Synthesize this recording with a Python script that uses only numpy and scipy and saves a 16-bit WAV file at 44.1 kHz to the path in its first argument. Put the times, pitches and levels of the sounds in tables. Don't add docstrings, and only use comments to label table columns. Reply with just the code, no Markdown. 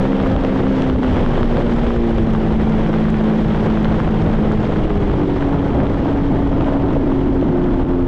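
import sys
import numpy as np
from scipy import signal
from scipy.io import wavfile
from scipy.ndimage import uniform_filter1d

SR = 44100
rng = np.random.default_rng(int(sys.argv[2]) if len(sys.argv) > 2 else 0)


def file_out(sig):
    cols = np.atleast_2d(sig).T
    lim = np.clip(cols, -1, 1)
    pcm = np.round(lim * 32767).astype(np.int16)
    wavfile.write(sys.argv[1], SR, pcm)


def voltage_ratio(level):
    return 10 ** (np.asarray(level, float) / 20)


N = 355887

# (time [s], engine cycle rate [Hz], load [dB])
ENGINE = [(0.0, 66.2, 1.5), (0.71, 66.16, 1.8), (1.14, 62.83, -1.1), (1.29, 60.0, -1.2), (1.43, 58.8, 0.2),
          (1.97, 58.7, 0.0), (2.29, 54.75, -0.2), (3.29, 54.3, 1.1), (4.57, 53.6, 1.0), (4.71, 53.15, -1.6),
          (5.14, 49.4, 0.1), (5.43, 46.9, 0.5), (5.6, 46.4, -0.3), (5.86, 46.9, -1.4), (6.87, 46.15, 1.5),
          (7.07, 45.2, 1.5), (7.5, 44.7, -0.3), (8.07, 43.75, -1.9)]


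def evened(x):
    return x / np.sqrt(np.mean(x ** 2) + 1e-20)


def column(table, index):
    rows = np.array(table)
    return np.interp(np.arange(N) / SR, rows[:, 0], rows[:, index])


def swells(events, width_s):
    t = np.arange(0, N + 400, 200) / SR
    db = sum(height * np.exp(-((t - s) / width_s) ** 2) for s, height in events)
    return np.interp(np.arange(N) / SR, t, db)


def wander(hz):
    pole = np.exp(-2 * np.pi * hz / SR)
    x = signal.lfilter([1], [1, -2 * pole, pole ** 2], rng.standard_normal(N + SR))[SR:]
    return evened(x - x.mean())


def noise(shape, size, patchy_db, flicker_db):
    frames, hz = 4 * N // size + 5, np.fft.rfftfreq(size, 1 / SR)
    real, imag, patches = rng.standard_normal((frames, len(hz), 3)).T
    patches = uniform_filter1d(patches, size=9, axis=0)
    patches = evened(uniform_filter1d(patches, size=7, axis=1))
    flicker = evened(uniform_filter1d(rng.standard_normal(frames), size=3))
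    f, db = np.transpose(shape)
    colour_db = np.interp(np.log(hz + 1), np.log(f + 1), db)[:, None]
    z = (real + 1j * imag) * voltage_ratio(colour_db + patchy_db * patches + flicker_db * flicker)
    return evened(signal.istft(z, nperseg=size, noverlap=3 * size // 4)[1][:N])


def panels_db(hz):
    # (centre [Hz], width [Hz], level [dB])
    hull_panels = [(161.5, 11, -13.5), (203.4, 9.1, 0.4), (218.3, 21, 5.5), (232.8, 35, 2.5),
                   (253.8, 50.5, 6.5), (281.5, 54.6, 3.5), (314.4, 15, 5), (324.3, 13, -1), (333.7, 9.7, 7),
                   (345, 21, 6.5), (358, 8, 1), (386, 16, 1.5), (409, 26, 1), (475, 110, 1.5), (531, 18, 6),
                   (780, 64, -24.5), (885, 50, -2.5)]
    step = hz[::200]
    power = sum(voltage_ratio(db) ** 2 / (1 + (2 * (step - f) / width) ** 2) ** 3 for f, width, db in hull_panels)
    return np.repeat(10 * np.log10(power), 200)[:N]


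def engine():
    # (order [1], level at cruise [dB], gain above cruise [dB/Hz])
    hull_orders = [(3, -9, -.5), (4, -23.2, -.3), (5, -44.3, .7), (6, -28.9, -.52), (7, -33.8, .1),
                   (8, -29.8, -.58), (9, -41, -.39), (12, -33, 1.5), (18, -46.5, -.6), (19, -42.5, 0),
                   (20, -41, 0)]
    # (order [1], level [dB])
    air_orders = [
        (2, -37),
        (10, -46),
        (14, -46),
    ]
    # (time [s], level [dB])
    hops = [(.3, -2.5), (.44, -4), (3.59, -4.5), (4.04, -5.5), (5.72, 0), (5.88, -3), (6.04, -1.5),
            (6.63, -2.5), (6.97, -1.5), (7.73, -2)]
    # (time [s], phase swing [rad])
    jolts = [(.38, 1.4), (1, 1.4), (4.07, 2.2), (5.74, 2.7), (5.83, 2.2), (6.03, 1.8), (6.335, 2.5),
             (6.6, 2.1), (6.92, 2.5), (7.05, 2.7), (7.28, 1.5), (7.45, 2.4), (7.6, 1.4), (7.7, 2),
             (7.845, 2)]
    cruise_hz, bounce_hz = 55, 27
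    seat_hz, seat_width_hz = 265, 60
    rate = column(ENGINE, index=1)
    load_db = column(ENGINE, index=2) + swells(hops, width_s=0.08)
    bounce = swells(jolts, width_s=.033) * np.sin(2 * np.pi * bounce_hz * np.arange(N) / SR)
    turns = np.cumsum(rate) / SR
    lines = []
    for order, db, slope in hull_orders:
        lines.append((order, db + slope * (rate - cruise_hz) + load_db + panels_db(order * rate)))
    out = np.zeros(N)
    for order, db in [*lines, *air_orders]:
        shake = voltage_ratio(db + .2 * order + 1.4 * wander(hz=9))
        scatter = bounce * np.exp(-((order * rate - seat_hz) / seat_width_hz) ** 2)
        jitter = 0.045 * order * wander(hz=4.0)
        phase = 2 * np.pi * order * turns + scatter + jitter + 2 * np.pi * rng.random()
        out += np.sqrt(2) * shake * np.cos(phase)
    return out


def hull():
    # (time [s], level [dB])
    hull_swells = [
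        (1.5, 9.5),
        (3.4, -0.5),
        (5.2, -1.5),
        (5.8, -0.5),
        (7.2, 0.5),
        (7.8, 3),
    ]
    pitch_hz = 26.3 + 1.188 * wander(hz=1.07)
    level_db = -23.5 + swells(hull_swells, width_s=0.25) + 2.5 * wander(hz=1.8)
    return voltage_ratio(level_db) * np.cos(2 * np.pi * np.cumsum(pitch_hz) / SR)


def wind():
    # (frequency [Hz], density [dB/Hz])
    buffet_colour = [(2, -1), (10, 0.5), (18, 1.5), (30, 3.5), (60, 2.5), (100, -2), (160, -5.5),
                     (300, -20.5), (600, -79)]
    # (time [s], level over the mean [dB])
    buffet_swells = [(0, 1.5), (.12, -9), (.33, 4), (1.15, 4.5), (1.38, -2.5), (1.75, 2), (1.88, -0.5), (2.18, 3.5),
                     (2.7, 5.5), (2.93, -11.5), (3.12, 1.5), (3.3, -14), (3.5, 3), (4, 3.5), (4.25, 6), (4.55, 5),
                     (4.75, 3), (5, 4), (5.33, -6), (5.82, 2.5), (6.62, 0), (6.85, -2), (7.35, 3), (7.62, 3.5),
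                     (8.05, -4)]
    buffet = noise(buffet_colour, size=4096, patchy_db=1.43, flicker_db=1.5)
    return voltage_ratio(-21 + swells(buffet_swells, width_s=0.081)) * buffet


def splashes(clicks, fade_s):
    # (frequency [Hz], level [dB])
    splash_colour = [(150, -33.5), (500, 1), (1000, 4), (2000, -3.5), (3300, -13.5), (4300, -23.5),
                     (6000, -36.5), (8500, -45), (11000, -59), (14000, -78.5)]
    f, db = np.transpose(splash_colour)
    hz = abs(np.fft.fftfreq(2048, 1 / SR))
    log_gain = np.log(voltage_ratio(np.interp(np.log(hz + 1), np.log(f), db)))
    colour = np.fft.ifft(np.exp(np.conj(signal.hilbert(log_gain)))).real
    colour = colour[:512] * np.hanning(1024)[512:]
    kind, t, out = rng.integers(0, 16, N), np.arange(400) / SR, np.zeros(N)
    for k in range(16):
        envelope = np.exp(-t / fade_s) * np.minimum(3 * t / fade_s, 1)
        shape = np.convolve(rng.standard_normal(400) * envelope, colour)
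        out += signal.oaconvolve(clicks * (kind == k), shape / abs(shape).max())[:N]
    return out


def water():
    # (frequency [Hz], density [dB/Hz])
    rush_colour = [(60, -30.5), (130, 2.5), (250, -1), (400, -3.5), (600, -8), (900, -13), (1400, -22),
                   (2500, -42), (5000, -80)]
    hiss_colour = [(500, -23), (1000, -8), (1500, -2), (2050, -4), (2550, -9), (3250, -8), (4300, -19),
                   (5600, -24), (7000, -30.5), (8400, -34), (9800, -46.5), (11300, -42), (12300, -54),
                   (13500, -65.5)]
    # (time [s], level over the mean [dB])
    waves = [(0, 0), (.39, -1), (.5, 2.5), (.88, 2.5), (1, -6.5), (1.12, 7), (1.5, 3), (2, -2.5), (2.15, 0),
             (2.5, 1.5), (2.75, 4.5), (2.88, -1.5), (3.25, 2.5), (3.68, 3), (4, 4.5), (4.12, -3.5),
             (4.25, 8), (4.5, 1.5), (4.75, -0.5), (4.88, 1), (5.62, 1.5), (5.82, 6), (6.05, 0.5), (6.38, 2),
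             (6.5, -2), (6.62, 2.5), (7, -1), (7.38, 0), (7.62, 1), (8.06, -3.5)]
    # (time [s], level [dB])
    spray_drift = [(.4, -1.7), (.98, -2), (2.12, -1), (2.75, -0.52), (3.45, 1), (4.08, -2), (4.45, -1),
                   (5.8, -2), (6.55, -1), (6.85, -2.3), (7.2, 0.9), (7.55, -2), (7.9, -2.4)]
    planing_hz, spray_db_per_hz = 56.05, 0.464
    rush_share, spray_share = 0.91, 0.63
    rate = column(ENGINE, index=1)
    gust, wave_db = wander(hz=21.6), swells(waves, width_s=0.11)

    rush_db = -26.5 + rush_share * wave_db + 5.5 + 1.41 * gust
    rush = voltage_ratio(rush_db) * noise(rush_colour, size=1024, patchy_db=-0.2, flicker_db=1.0)

    flutter = voltage_ratio(.9 * np.cos(2 * np.pi * np.cumsum(rate) / SR))
    hiss = flutter * noise(hiss_colour, size=256, patchy_db=1.0, flicker_db=-0.23)
    drops = voltage_ratio(2.2 * np.minimum(rng.exponential(1, N), 3)) * (rng.random(N) < 500 / SR)
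    crackle = evened(splashes(drops, fade_s=0.0019))
    settle_db = spray_db_per_hz * np.minimum(rate - planing_hz, 0)
    spray_db = -40.5 + settle_db + spray_share * wave_db + swells(spray_drift, width_s=.07) + 1.0 * gust
    spray = voltage_ratio(spray_db) * (voltage_ratio(3.0) * hiss + crackle)
    return rush * voltage_ratio(1.0 * wander(hz=70)) + spray


def burst(hz, cycles):
    u = np.arange(0, 6, hz / cycles / SR)
    return u ** 2 * np.exp(2 - 2 * u) * np.sin(2 * np.pi * cycles * u + 2 * np.pi * rng.random())


def knocks(table, cycles, lift_db):
    out = np.zeros(N + SR)
    for s, db, hz in table:
        hit = voltage_ratio(db + lift_db) * burst(hz, cycles)
        out[round(s * SR):][:len(hit)] += hit
    return out[:N]


def snaps():
    # (time [s], deck knock [dB], case ring [dB], fizz [dB])
    spray_snaps = [(0.0528, -24, -49, -63), (0.2015, -22, -37, -61), (0.2619, -22, -40, -62),
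                   (0.3635, -21, -30.5, -42), (0.437, -25, -40, -61), (0.449, -23, -28, -40),
                   (0.5607, -25, -41, -55), (0.8987, -20, -32, -53), (0.9602, -26, -37, -60),
                   (1.0316, -21.5, -44, -62), (1.0456, -21, -44, -58), (1.1674, -21, -35, -55),
                   (1.2625, -19, -34, -63), (1.3714, -28, -34, -54), (1.38, -23, -34, -59),
                   (1.3948, -24, -49, -61), (1.4307, -16.5, -28, -56), (1.512, -27, -38, -57),
                   (1.57, -20, -30, -53), (1.6947, -24, -44, -61), (1.7216, -26, -37, -54),
                   (1.8658, -24, -47, -65), (1.9055, -23.5, -40, -56), (2.1833, -24, -34, -63),
                   (2.3499, -21, -38, -59), (2.863, -25, -40, -60), (2.9396, -20, -40, -62),
                   (3.0543, -22, -40, -63), (3.084, -24, -50, -59), (3.1039, -37, -43.5, -47),
                   (3.1429, -23, -29, -54), (3.2112, -24, -44, -60), (3.627, -29, -48, -61),
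                   (3.7731, -18.5, -43, -61), (3.8458, -27, -29.5, -52), (3.8545, -20, -49, -59),
                   (3.9256, -20, -31, -60), (4.0014, -20, -47, -54), (4.0902, -25, -43, -56),
                   (4.2633, -30, -40, -61), (4.515, -19, -50, -63), (4.7607, -26, -51, -62),
                   (5.8023, -21, -38, -57), (5.8682, -27, -34, -59), (5.945, -26, -46, -65),
                   (6.0488, -30, -44, -56), (6.609, -26, -33, -55), (6.6446, -39, -35, -61),
                   (7.4122, -37, -41, -66), (7.867, -42, -45, -69),
                   (0.1197, -27, -38, -59), (0.1312, -19, -44, -59), (0.2365, -25.5, -38, -52),
                   (0.668, -25, -43, -63), (0.8211, -42, -29, -47), (1.0032, -29, -47, -63),
                   (1.2502, -30, -40, -59), (1.3165, -25, -43, -61), (1.963, -27, -47, -59),
                   (2.3362, -29, -40, -48), (2.5976, -23, -49, -61), (2.6096, -31, -41, -62),
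                   (2.7228, -25, -34, -49), (2.849, -30, -44, -61), (2.9104, -30, -50, -59),
                   (2.9303, -27, -42, -57), (2.9852, -32, -39, -63), (3.0695, -33, -43, -60),
                   (3.286, -24, -39, -63), (3.3369, -29, -45, -59), (3.4836, -40, -37, -54),
                   (3.5469, -23, -44, -62), (3.5784, -27, -48, -62), (3.8892, -22, -50, -55),
                   (3.9435, -23, -44, -54), (4.0767, -23, -51, -60), (4.1426, -31, -41, -55),
                   (4.5422, -36, -52, -63), (4.6724, -29, -47, -55), (4.7028, -27, -38, -56),
                   (4.8704, -32, -55, -61), (4.9039, -25, -44, -64), (5.0984, -25, -48, -64),
                   (5.4087, -31, -41, -56), (5.4257, -23.5, -46, -64), (5.6951, -31, -52, -64),
                   (5.7599, -30, -45, -65), (6.0597, -31, -47, -57), (6.1196, -30, -46, -62),
                   (6.1625, -30, -48, -59), (6.4209, -33, -53, -59), (6.4748, -37, -41, -56),
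                   (6.5292, -28.5, -46, -65), (6.5835, -29, -53, -65), (6.9063, -28, -49, -61),
                   (6.9342, -42, -44, -55), (7.1004, -31.5, -51, -65), (7.4306, -30, -42, -59),
                   (7.8502, -31, -43, -69), (7.9355, -29, -48, -68)]
    # (frequency [Hz], rise [cycles], lift [dB])
    struck = [
        (1150, .6, 8.0),
        (2950, 1.1, 9.0),
        (5400, 1.7, 6.0),
    ]
    rows = np.array(spray_snaps)
    detune = np.exp(.07 * rng.standard_normal((len(rows), 3)))
    out = np.zeros(N)
    for k, (hz, cycles, lift_db) in enumerate(struck):
        out += knocks(zip(rows[:, 0], rows[:, k + 1], hz * detune[:, k]), cycles, lift_db)
    return out


def slaps():
    # (time [s], peak [dB], centre [Hz])
    hull_slaps = [(0.232, -4.5, 528), (0.355, -1.5, 538), (0.448, -5, 506), (0.954, -3, 530),
                  (1.376, -3, 605), (1.511, -7, 590), (1.566, -6, 575), (1.699, -27, 732), (2.18, -4, 546),
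                  (3.21, -20, 608), (3.334, -16, 490), (3.626, -7, 507), (3.668, -19, 540),
                  (3.772, -17, 620), (4.387, -12, 530.4), (4.47, -4.5, 503), (4.702, -3, 526),
                  (5.426, -19, 573), (5.758, -11, 510), (5.833, -19, 896), (5.863, -8, 540),
                  (6.057, -5, 725), (6.119, -11, 670), (6.321, -7, 780), (6.513, -6, 555),
                  (6.674, -27, 600), (6.722, -3, 600), (6.965, -3, 517), (7.425, -3.5, 510),
                  (7.7, -42, 525)]
    return knocks(hull_slaps, cycles=0.99, lift_db=-8.5)


def ticks():
    # (time [s], peak [dB], centre [Hz])
    case_ticks = [(0.4489, -50, 6100), (0.7223, -47, 6100), (0.8215, -39, 6110), (1.7374, -41.5, 6740),
                  (2.2238, -47, 6830), (2.2692, -49, 6300), (2.3351, -40, 6300), (2.6963, -41.5, 6600),
                  (3.1028, -35, 6540), (3.3787, -44, 6050), (3.8287, -42, 6230), (3.8791, -47, 6000),
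                  (4.5201, -38, 6250), (6.4752, -51.5, 6167)]
    return knocks(case_ticks, cycles=0.86, lift_db=5.5)


def scene():
    return (voltage_ratio(-1.83) * engine() + hull() + wind() + water() + snaps() + slaps() + ticks())[None]


def top_cut(x):
    return signal.sosfilt(signal.butter(12, 13480, fs=SR, output="sos"), x)


def record(dry):
    power_db = 10 * np.log10(abs(uniform_filter1d(dry[0] ** 2, size=130)) + 1e-12)
    fall = np.arange(N) * 170.0 / SR
    held_db = np.maximum.accumulate(power_db + fall) - fall
    over_db = np.maximum(held_db + 15.5, 0)
    over_db = uniform_filter1d(uniform_filter1d(over_db, size=60), size=60)
    ducked = dry * voltage_ratio(2.5 - 0.62 * over_db)
    ceiling = .8 * np.tanh(ducked / 0.82)
    soft_top = signal.butter(2, 12800, fs=SR, output="sos")
    return top_cut(signal.sosfiltfilt(soft_top, ceiling))


dry = scene()
out = record(dry)
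file_out(out)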